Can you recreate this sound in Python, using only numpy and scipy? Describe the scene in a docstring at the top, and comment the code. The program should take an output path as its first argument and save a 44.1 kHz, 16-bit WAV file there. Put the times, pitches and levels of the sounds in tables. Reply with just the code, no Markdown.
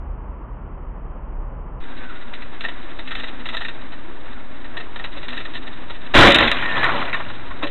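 """A booming engine is heard first, from inside a car creeping through town: drifting tones over tyre noise.
Then a second car runs on a rough open road: tyre noise excites the cabin and a plastic mount chatters.
A crash follows: grains of crumpling metal, ringing panels and glass, then scraping, a squeal and grinding.
Impulses and noise drive resonators; friction is a wavering tone; a narrow-band microphone overloads."""
import sys
import numpy as np
from scipy import signal
from scipy.fft import rfft, irfft
from scipy.io import wavfile

SR = 44100
rng = np.random.default_rng(int(sys.argv[2]) if len(sys.argv) > 2 else 0)


def output_pcm(signal):
    """Save a mono or channel-first signal as 16-bit PCM at the path in sys.argv[1].

    Samples are clipped to [-1, 1] before scaling.
    """
    pcm = np.clip(np.atleast_2d(signal).T, -1, 1) * 32767
    wavfile.write(sys.argv[1], SR, np.round(pcm).astype(np.int16))


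N = 339966
TIME = np.arange(N) / SR   # seconds

# blows on the body, from a pothole and from the crash:
# start_s, level_db, swell_ms, brightness_db_per_octave
BODY_BLOWS = [(5.13, -39, 22, 0), (6.141, -19, 4.3, 3), (6.168, -3.5, 6, -4), (6.19, -7, 5.1, -2.5),
              (6.216, -6, 8, 6), (6.243, -11, 8.5, 0), (6.276, -12, 4.9, -5), (6.348, -16, 7, -5),
              (6.405, -20, 17, 3.5), (6.831, -28, 5.1, 0), (6.935, -26, 16, 3.5), (7.621, -20.5, 13, -1)]
# resonances of the body panels: pitch_hz, width_hz, relative_level_db
PANEL_MODES = [(83, 60, -11.5), (239.5, 38, -5), (309.7, 21, 4.5), (462, 37, 2.5), (556, 30, 5),
               (723, 116, -4), (940, 125, -3), (1340, 530, -11.5)]
# spectrum of crumpling metal: frequency_hz, relative_density_db_per_hz
CRUSH_SPECTRUM = [(25, 9), (100, -4.5), (180, -2), (270, 4), (390, -1), (900, -2), (1800, 0), (2800, -6),
                  (4000, -5)]
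# loose trim slapping against the car: start_s, level_db, swell_ms, brightness_db_per_octave
TRIM_SLAPS = [(6.622, -17, 2.8, 3), (6.755, -22.5, 19.7, -4), (6.829, -15, 3, 3), (6.841, -16.5, 6.5, -3.5),
              (6.858, -21, 8, -5), (6.891, -20.5, 4, -6), (7.01, -23, 11, -5), (7.074, -23, 3.3, 9),
              (7.127, -18, 3.9, 15), (7.141, -20.5, 4, 8), (7.2, -26, 6.5, -6), (7.297, -36, 4.6, -12),
              (7.5, -32.5, 13, -7), (7.622, -28, 13, -10)]
# resonances of the trim: pitch_hz, width_hz, relative_level_db
TRIM_MODES = [(1144, 435, 2.5), (1473, 130, 3), (1820, 145, 4), (2440, 380, -8.5)]
# plastic snaps as the body folds: start_s, relative_level_db
PLASTIC_SNAPS = [(6.312, 0), (6.362, -2), (6.387, 2), (6.516, -2), (6.843, -5)]
# spectrum of the wreck scraping along the road: frequency_hz, relative_density_db_per_hz
SCRAPE_SPECTRUM = [(35, -41), (60, -5), (500, -5), (1010, -4.5), (1820, -3.5), (3300, -19), (4000, -11.5)]
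# knocks of the mount, from bumps and from the crash:
# start_s, relative_level_db, swell_ms, brightness_db_per_octave
MOUNT_KNOCKS = [(2.334, -28, 4.3, -1), (2.42, -31.5, 2.1, -3), (2.607, -25, 2.3, -1.5),
                (2.636, -24.5, 14.5, -3), (2.684, -24.5, 2.6, -1), (2.988, -28, 4.8, -2.5),
                (3.073, -29.5, 6, 3.5), (3.106, -24.5, 11.6, -2), (3.15, -23.5, 3.9, 0.5),
                (3.184, -28, 19, 1), (3.233, -25, 7.5, -2), (3.455, -25.5, 7, -1.5),
                (3.487, -25.5, 3.5, -0.5), (3.525, -27, 25, -2.5), (3.567, -23.5, 2.2, -0.5),
                (3.604, -26.5, 14.6, -3.5), (3.646, -26, 7.3, 0), (3.682, -25.5, 5, -1),
                (3.918, -35.5, 16, -4), (4.642, -33.5, 5.9, -2.5), (4.768, -25, 4.8, -1.5),
                (4.797, -31, 11, -2.5), (4.958, -27, 3.4, -1.5), (4.99, -29.5, 6.8, -2),
                (5.039, -26, 7.5, -1), (5.282, -26, 3.5, -1), (5.32, -28.5, 13.5, -2.5),
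                (5.367, -25.5, 10.5, -0.5), (5.402, -32, 8.7, -2), (5.451, -30, 3.9, -1),
                (5.535, -30.5, 22, 0), (5.897, -28, 9.5, -2.5), (6.27, -8, 3.8, 2.5), (6.303, -9.5, 7.8, 1),
                (6.319, -12.5, 1.8, -1), (6.344, -4, 4, 2.5), (6.384, -10.5, 2.4, -2),
                (6.403, -10.5, 2.1, -5.5), (6.424, -17, 9.6, 5), (6.473, -14, 7.4, 3),
                (6.515, -17.5, 0.95, 1), (6.832, -24, 7.3, -3), (7.128, -25.5, 14.4, 1),
                (7.626, -23, 12.6, 2), (7.668, -28, 3.3, 0.5)]
# resonances of the plastic mount: pitch_hz, width_hz, relative_level_db
MOUNT_MODES = [(594, 460, -10.5), (1367, 270, -4.5), (1803, 69, 3.5), (1961, 104, 1), (2666, 390, -3.5),
               (3000, 200, -3), (3756, 380, -0.5)]
# short squeaks of rubbing parts: loudest_s, pitch_hz, level_db
RUBBING_SQUEAKS = [(2.094, 1380, -40), (4.38, 1386, -40.5), (6.56, 1084, -29), (6.968, 890, -25.5),
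                   (7.047, 690, -28.5)]
# roughness of the open road, as the level of the mount's buzz: time_s, level_db
ROAD_ROUGHNESS = [(1.85, -47.5), (2.4, -47.5), (2.75, -45.5), (3.3, -42), (3.6, -46), (3.88, -49),
                  (4.55, -53.5), (4.9, -51.5), (5.2, -39.5), (5.55, -42), (6.1, -45)]
# spectrum of tyres on the open road: frequency_hz, relative_density_db_per_hz
ROAD_SPECTRUM = [(35, -43), (60, -17.5), (120, -7.5), (168, -14), (244, -5), (409, -12), (1730, -13),
                 (3160, -23.5), (3780, -21), (4200, -27.5)]
# cabin resonances (250, 327, 1740 Hz) and the second car's engine tones (587, 944, 1175 Hz, orders of about 117
# Hz), each as narrow-band noise: pitch_hz, width_hz, level_relative_to_tyres_db
CABIN_AND_ENGINE_LINES = [(250.6, 12.3, -9.5), (327, 44, -10.5), (587.4, 10, -19), (944, 18, -17.5), (1175, 12, -20.5),
                          (1740, 61, -20)]
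# town engine: time_s, relative_firing_hum_db, relative_body_shudder_db
ENGINE_LEVELS = [(0.0, -32, -41.5), (0.876, -37, -36), (1.468, -35.5, -29.5), (1.8, -36.5, -37)]
# engine tones: pitch_hz, pitch_drift_hz, level_relative_to_hum_db
ENGINE_PARTIALS = [(42.7, 2.65, 1.5), (69, 4.66, -5.5), (118.5, 1.5, -13)]
# spectrum of tyres and traffic in town: frequency_hz, relative_density_db_per_hz
TOWN_SPECTRUM = [(79, -15), (135, -5), (253, -12), (310, -13), (610, -15.5), (700, -18), (1000, -14),
                 (1280, -20), (1550, -27), (3100, -42), (4030, -79), (6820, -120)]

ROAD_START_S = 1.805
IMPACT_S = 6.138
# the metal buckles at full force, then settles more quietly
BUCKLE_DB, BUCKLE_ATTACK_S, BUCKLE_HOLD_S, BUCKLE_FALL_DB_PER_S = -3, 0.017, 0.12, 653
SETTLE_DB, SETTLE_HOLD_S, SETTLE_FALL_DB_PER_S = -17, 0.29, 129
# the glass bursts, then showers down ever more thinly
BURST_DB, BURST_ATTACK_S, BURST_FALL_DB_PER_S = -12.5, 0.067, 138
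SHOWER_DB, SHOWER_HOLD_S, SHOWER_FALL_DB_PER_S = -30.5, 0.73, 47
SHARDS_PER_S, SHARDS_THIN_S = 2100, 0.57   # rate at the impact; time constant of its decay
# the wreck slides on, scraping, over a steady rolling layer
SCRAPE_S, SCRAPE_DB, SCRAPE_ATTACK_S, SCRAPE_HOLD_S, SCRAPE_FALL_DB_PER_S = 6.315, -26, 0.49, 0.13, 51
ROLL_DB = -46
# one swing of air pressure in the cabin
PUSH_S, PUSH_DB, REBOUND_S, REBOUND_DB = 0.12, -8.5, 0.3, -17.5
# the skid squeal rises to its top pitch, then sags
SQUEAL_TOP_S, SQUEAL_HZ, SQUEAL_DB, SQUEAL_RISE_S, SQUEAL_HOLD_S = 6.652, 1870, -22.5, 0.03, 0.185
SQUEAL_RISE_HZ_PER_S, SQUEAL_SAG_HZ_PER_S, SQUEAL_FADE_DB_PER_S = 3500, 900, 14
# the grinding falls in pitch towards a low rest
GRIND_S, GRIND_HZ, GRIND_REST_HZ, GRIND_GLIDE_S = 6.832, 1517, 605, 0.16
GRIND_DB, GRIND_ATTACK_S, GRIND_HOLD_S, GRIND_FALL_DB_PER_S = -23.5, 0.01, 0.036, 57
# a faint whine swells and fades about its middle time while its pitch falls
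WHINE_S, WHINE_HZ, WHINE_DB = 2.06, 1510, -40
WHINE_SAG_HZ_PER_S, WHINE_HALF_S, WHINE_FADE_DB = 520, 0.29, 14
TYRE_DB, TYRE_FOLLOWS = -40.5, 0.15   # on a road of mean roughness; share of the buzz's swing in dB
TOWN_DB = -40.5
# microphone: limits of the upward and downward swing, offset and lower rail, in units of full scale
OVERLOAD_UP, OVERLOAD_DOWN, OFFSET, RAIL = 0.6, 0.78, -0.11, 0.65
MIC_BAND_HZ, CUTOFF_HZ = 4040, 16200
FIZZ_DB, AIR_DB = -23.5, -28   # gains of the fizz and air bands


def from_db(db):
    """Amplitude gain is ten to the power of decibels over twenty."""
    return 10 ** (np.asarray(db) / 20)


def rms_one(x):
    """Dividing by the root mean square gives unit power."""
    return x / np.sqrt(np.mean(x ** 2) + 1e-20)


def in_time(rows):
    """Linear interpolation between rows gives one curve per column."""
    s, *columns = np.transpose(rows)
    return [np.interp(TIME, s, column) for column in columns]


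def during(rows):
    """A gate of 1 from first to last row, with 5 ms ramps, avoids clicks."""
    to_nearest_end = np.minimum(TIME - rows[0][0], rows[-1][0] - TIME)
    return np.clip(to_nearest_end / 0.005, 0, 1)


def envelope(start_s, attack_s, hold_s, fall_db_per_s):
    """A gain rises linearly to 1, holds, then decays exponentially."""
    age = TIME - start_s
    falling_s = np.maximum(age - attack_s - hold_s, 0)
    return np.clip(age / attack_s, 0, 1) * from_db(-fall_db_per_s * falling_s)


def drift(rate):
    """Noise through a two-pole low-pass is a slow random curve with unit spread; rate in Hz."""
    step = 40   # samples between computed points
    r = np.exp(-2 * np.pi * step * rate / SR)
    noise = rng.standard_normal(N // step + 2002)
    slow = signal.lfilter([1], [1, -2 * r, r * r], noise)[2000:]   # drop the settling time
    return np.interp(np.arange(N) / step, np.arange(len(slow)), rms_one(slow))


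def coloured(x, spectrum):
    """Filtering in the frequency domain shapes a steady excitation to a spectrum of unit power."""
    hz, db = np.transpose(spectrum)
    f = np.maximum(np.arange(N // 2 + 1) * SR / N, 1)
    gain = from_db(np.interp(np.log(f), np.log(hz), db))
    gain *= np.minimum(1, f / hz[0]) ** 2    # below the first row
    gain *= np.minimum(1, hz[-1] / f) ** 4   # above the last row
    return rms_one(irfft(rfft(x) * gain, N))


def resonate(x, hz, width):
    """A damped oscillator, as a two-pole filter, has unit gain at its resonance; width in Hz."""
    r = np.exp(-np.pi * width / SR)
    zeros = np.array([1, 0, -1]) * (1 - r * r) / 2
    poles = [1, -2 * r * np.cos(2 * np.pi * hz / SR), r * r]
    return signal.lfilter(zeros, poles, x + 1e-18)


def grains(per_s, spread_db):
    """Random impulses of uneven size and sign arrive independently at a mean rate."""
    sizes = from_db(spread_db * np.minimum(rng.exponential(1, N), 4))
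    signs = rng.choice([-1, 1], N)
    return sizes * signs * (rng.random(N) < per_s / SR)


def contacts(rows, modes, decay_ms, spread_db, vary_db, tick_db):
    """Each contact is a tick within a swelling, dying burst of slips, exciting every mode by its own amount."""
    slips = rms_one(grains(9000, spread_db))
    strengths = from_db(vary_db * rng.uniform(-0.82, 1, (len(rows), len(modes))))
    age_ms = np.arange(SR // 6) * 1000 / SR
    force = np.zeros((len(modes), N))
    octaves = np.log2([hz for hz, width, db in modes])
    for (s, db, swell_ms, tilt_db), strength in zip(rows, strengths):
        start = int(s * SR)
        ms = age_ms[:N - start]
        stop = start + len(ms)
        swell = np.minimum(ms / swell_ms, 1) ** 0.5
        decay = np.exp(-np.maximum(ms - swell_ms, 0) / decay_ms)
        burst = slips[start:stop] * swell * decay
        burst[SR // 500] += from_db(tick_db) / np.sqrt(swell_ms)   # the tick, 2 ms in
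        brightness = from_db(tilt_db * (octaves - octaves.mean()))
        force[:, start:stop] += np.outer(strength * brightness, from_db(db) * burst)
    power = sum(from_db(2 * db) * np.pi * width / SR for hz, width, db in modes)
    out = np.zeros(N)
    for k, (hz, width, db) in enumerate(modes):
        out += (-1) ** k * from_db(db) * resonate(force[k], hz, width)
    return out / np.sqrt(power)


def friction_tone(rows, waver, rough, smear_hz, flutter_db):
    """Stick and slip is a wavering tone; rough 0-1 is the power share smeared into narrow-band noise."""
    hz, db = in_time(rows)
    rough = np.clip(rough, 0, 1)
    phase = 2 * np.pi * np.cumsum(hz * (1 + waver * drift(64.9))) / SR
    smeared = (drift(smear_hz) * np.sin(phase) + drift(smear_hz) * np.cos(phase)) / np.sqrt(2)
    tone = np.sqrt(1 - rough) * np.sin(phase) + np.sqrt(rough) * smeared
    return during(rows) * from_db(db + flutter_db * drift(25)) * tone


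def cabin_echoes(x, echo_db, t60):
    """Reflections from glass and dashboard are convolution with decaying noise; t60 in seconds."""
    age = np.arange(SR // 10) / SR
    tail = rng.standard_normal(len(age)) * from_db(-60 * age / t60) * (age > 0.002)
    return x + from_db(echo_db) * signal.fftconvolve(x, tail / np.linalg.norm(tail))[:N]


def collision():
    """Superposition joins impacts and scraping, reflected in the cabin, to pressure, rumble and friction."""
    blows = contacts(BODY_BLOWS, PANEL_MODES, decay_ms=22.0, spread_db=1.5, vary_db=2, tick_db=21)
    slaps = contacts(TRIM_SLAPS, TRIM_MODES, decay_ms=9.9, spread_db=0.5, vary_db=2.5, tick_db=17.5)
    reflected = cabin_echoes(crush() + blows + slaps + snaps() + scrape() + glass(), echo_db=-10, t60=0.075)
    return reflected + pressure_wave() + rumble() + skid() + grind()


def crush():
    """Buckling sheet metal is a dense train of cracks, whose force fluctuates at first and then settles."""
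    buckle = from_db(BUCKLE_DB) * envelope(IMPACT_S, BUCKLE_ATTACK_S, BUCKLE_HOLD_S, BUCKLE_FALL_DB_PER_S)
    settle = from_db(SETTLE_DB) * envelope(IMPACT_S, BUCKLE_ATTACK_S, SETTLE_HOLD_S, SETTLE_FALL_DB_PER_S)
    cracks = coloured(grains(3000, 1.2), CRUSH_SPECTRUM)
    return cracks * (buckle * from_db(2.9 * drift(66)) + settle)


def pressure_wave():
    """Compressed cabin air makes one slow half-swing, then a longer, weaker rebound of opposite sign."""
    push = np.sin(np.pi * np.clip((TIME - IMPACT_S) / PUSH_S, 0, 1))
    rebound_age = np.clip((TIME - IMPACT_S - PUSH_S) / REBOUND_S, 0, 1)
    rebound = np.sin(np.pi * rebound_age ** 0.5)
    return from_db(REBOUND_DB) * rebound - from_db(PUSH_DB) * push


def glass():
    """Shards land as random impulses, each exciting one short resonance of its own pitch."""
    per_s = SHARDS_PER_S * np.exp(-np.maximum(TIME - IMPACT_S, 0) / SHARDS_THIN_S)
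    clicks = grains(per_s, 2.4) / np.sqrt(np.maximum(per_s, 1))   # mean power stays even as they thin
    pitches = np.geomspace(1900, 4100, 20)
    dealt = rng.integers(0, len(pitches), N)
    rings = sum(resonate(clicks * (dealt == k), hz, width=190) for k, hz in enumerate(pitches))
    burst = from_db(BURST_DB) * envelope(IMPACT_S, BURST_ATTACK_S, 0, BURST_FALL_DB_PER_S)
    shower = from_db(SHOWER_DB) * envelope(IMPACT_S, BURST_ATTACK_S, SHOWER_HOLD_S, SHOWER_FALL_DB_PER_S)
    return rms_one(rings) * np.hypot(burst, shower)


def snaps():
    """The impulse response of the mount's plastic sounds at each single sharp click."""
    clicks = np.zeros(N)
    for s, db in PLASTIC_SNAPS:
        clicks[int(s * SR)] = from_db(db)
    ring = sum(from_db(db) * resonate(clicks, hz, width) for hz, width, db in MOUNT_MODES)
    ring = signal.sosfilt(signal.butter(4, MIC_BAND_HZ, fs=SR, output="sos"), ring)
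    return -ring * clicks.max() / ring.max()


def scrape():
    """Sliding over asperities is a dense train of random impulses with a fluctuating level."""
    slide = from_db(SCRAPE_DB) * envelope(SCRAPE_S, SCRAPE_ATTACK_S, SCRAPE_HOLD_S, SCRAPE_FALL_DB_PER_S)
    rolling = from_db(ROLL_DB) * (TIME > SCRAPE_S)
    return coloured(grains(2200, 2.1), SCRAPE_SPECTRUM) * (slide + rolling) * from_db(1.6 * drift(40))


def rumble():
    """Noise through two equal resonances in series gives the low rumble of the sliding wreck."""
    once = resonate(rng.standard_normal(N), hz=85, width=76)
    twice = resonate(once, hz=85, width=76)
    return from_db(-46.5) * rms_one(twice) * (TIME > SCRAPE_S)


def skid():
    """Tyre friction squeals as a tone that rises quickly in pitch, then sags slowly as it fades."""
    start_hz = SQUEAL_HZ - SQUEAL_RISE_HZ_PER_S * SQUEAL_RISE_S
    end_hz = SQUEAL_HZ - SQUEAL_SAG_HZ_PER_S * SQUEAL_HOLD_S
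    end_db = SQUEAL_DB - SQUEAL_FADE_DB_PER_S * SQUEAL_HOLD_S
    rows = [(SQUEAL_TOP_S - SQUEAL_RISE_S, start_hz, SQUEAL_DB),
            (SQUEAL_TOP_S, SQUEAL_HZ, SQUEAL_DB),
            (SQUEAL_TOP_S + SQUEAL_HOLD_S, end_hz, end_db)]
    return friction_tone(rows, waver=0.008, rough=0.2, smear_hz=90, flutter_db=1.5)


def grind():
    """Metal on the road is wholly rough friction: a juddering noise band that drops in pitch as it fades."""
    s = GRIND_S + np.linspace(0, 0.45, 16)
    hz = GRIND_REST_HZ + (GRIND_HZ - GRIND_REST_HZ) * np.exp(-(s - GRIND_S) / GRIND_GLIDE_S)
    rows = [(t, f, GRIND_DB) for t, f in zip(s, hz)]
    tone = friction_tone(rows, waver=0.06, rough=1, smear_hz=420, flutter_db=2.0)
    return tone * envelope(GRIND_S, GRIND_ATTACK_S, GRIND_HOLD_S, GRIND_FALL_DB_PER_S)


def mount_chatter():
    """Knocks excite the plastic mount's modes, and the cabin reflects them."""
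    knocks = contacts(MOUNT_KNOCKS, MOUNT_MODES, decay_ms=9.2, spread_db=2.5, vary_db=3, tick_db=23)
    return cabin_echoes(from_db(0.63) * knocks, echo_db=-9.0, t60=0.15)


def squeaks():
    """Brief rubbing is a half-rough friction tone that swells, sags in pitch and fades in a tenth of a second."""
    out = np.zeros(N)
    for s, hz, db in RUBBING_SQUEAKS:
        rows = [(s - 0.05, hz * 1.2, db - 9), (s, hz, db), (s + 0.057, hz * 0.96, db - 12.0)]
        out += friction_tone(rows, waver=0.012, rough=0.55, smear_hz=90, flutter_db=3)
    return out


def whine():
    """A slightly rough tone falls steadily in pitch and is loudest halfway."""
    rows = [(WHINE_S + side * WHINE_HALF_S,
             WHINE_HZ - side * WHINE_HALF_S * WHINE_SAG_HZ_PER_S,
             WHINE_DB - abs(side) * WHINE_FADE_DB) for side in (-1, 0, 1)]
    return friction_tone(rows, waver=0.005, rough=0.16, smear_hz=60, flutter_db=1.5)


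def mount_buzz():
    """Slips, modulated by the car's shaking, excite the mount's modes into a faint buzz of unit power."""
    shake = np.sin(2 * np.pi * np.cumsum(17.0 + 2.0 * drift(9.34)) / SR)
    slips = grains(3500, 2.3) * from_db(5.5 * shake + 3.3 * drift(18.0))
    return rms_one(sum((-1) ** k * from_db(db) * resonate(slips, hz, width)
                       for k, (hz, width, db) in enumerate(MOUNT_MODES)))


def open_road():
    """Broadband tyre noise on coarse asphalt joins the noise-driven cabin modes and engine tones, body sway,
    buzz and whine."""
    buzz_db, = in_time(ROAD_ROUGHNESS)
    tyre_db = TYRE_DB + TYRE_FOLLOWS * (buzz_db - buzz_db.mean())
    tyres = coloured(rng.standard_normal(N), ROAD_SPECTRUM) * from_db(-0.68 + 1.58 * drift(10.0))
    # the body rocks on its wheels
    sway = from_db(-1.0) * rms_one(resonate(rng.standard_normal(N), hz=25.8, width=12))
    cabin = sum(from_db(db + 3.1 * drift(5)) * rms_one(resonate(rng.standard_normal(N), hz, width))
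                for hz, width, db in CABIN_AND_ENGINE_LINES)
    return from_db(tyre_db) * (tyres + sway + cabin) + from_db(buzz_db) * mount_buzz() + whine()


def town_car():
    """Drifting sinusoids form the engine hum and a low, uneven body shudder, above dull tyre noise."""
    hum_db, shudder_db = in_time(ENGINE_LEVELS)
    hum = sum(from_db(db + 2.6 * drift(8.5))
              * np.sin(2 * np.pi * np.cumsum(hz + width * drift(3.54)) / SR)
              for hz, width, db in ENGINE_PARTIALS)
    shudder_phase = 2 * np.pi * np.cumsum(31 + 2.36 * drift(4.93)) / SR
    shudder = from_db(2.9 * drift(7.8)) * np.sin(shudder_phase)
    tyres = coloured(rng.standard_normal(N), TOWN_SPECTRUM) * from_db(TOWN_DB + 0.36 * drift(16))
    engine = from_db(hum_db - 1.0) * hum + from_db(shudder_db - 0.5) * shudder
    return np.sqrt(2) * engine + tyres


def on_open_road():
    """A steep sigmoid weights the drives: 0 in town, 1 on the open road."""
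    return 0.5 + 0.5 * np.tanh((TIME - ROAD_START_S) / 0.004)


def scene():
    """Complementary weights let the town drive give way abruptly to the open road."""
    second_drive = collision() + mount_chatter() + squeaks() + open_road()
    return np.array([town_car() * (1 - on_open_road()) + second_drive * on_open_road()])


def record(dry):
    """On the open road the microphone saturates unequally up and down, and passes a narrow band."""
    driven = dry + OFFSET
    limit = np.where(driven > 0, OVERLOAD_UP, OVERLOAD_DOWN)
    overloaded = driven / (1 + (driven / limit) ** 12) ** (1 / 12)
    band = signal.firwin(301, MIC_BAND_HZ, window=("kaiser", 8), fs=SR)
    narrow = signal.fftconvolve(overloaded, band[None], "same")
    # a faint fizz above the band and thinner air higher up, made here by rectifying the signal
    rectified = np.abs(narrow - OFFSET)
    fizz = signal.sosfilt(signal.butter(2, [6500, 8000], "band", fs=SR, output="sos"), rectified)
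    air = signal.sosfilt(signal.butter(2, [10500, 14500], "band", fs=SR, output="sos"), rectified)
    # the lower rail cuts off downward overshoots, with smoothed edges
    cut_off_tips = np.maximum(-RAIL - narrow, 0)
    rail_correction = signal.sosfilt(signal.butter(1, 9000, fs=SR, output="sos"), cut_off_tips)
    railed = narrow + from_db(FIZZ_DB) * fizz + from_db(AIR_DB) * air + rail_correction
    out = dry + on_open_road() * (railed - dry)
    return signal.sosfilt(signal.cheby2(12, 70, CUTOFF_HZ, fs=SR, output="sos"), out)


dry = scene()
out = record(dry)
output_pcm(out)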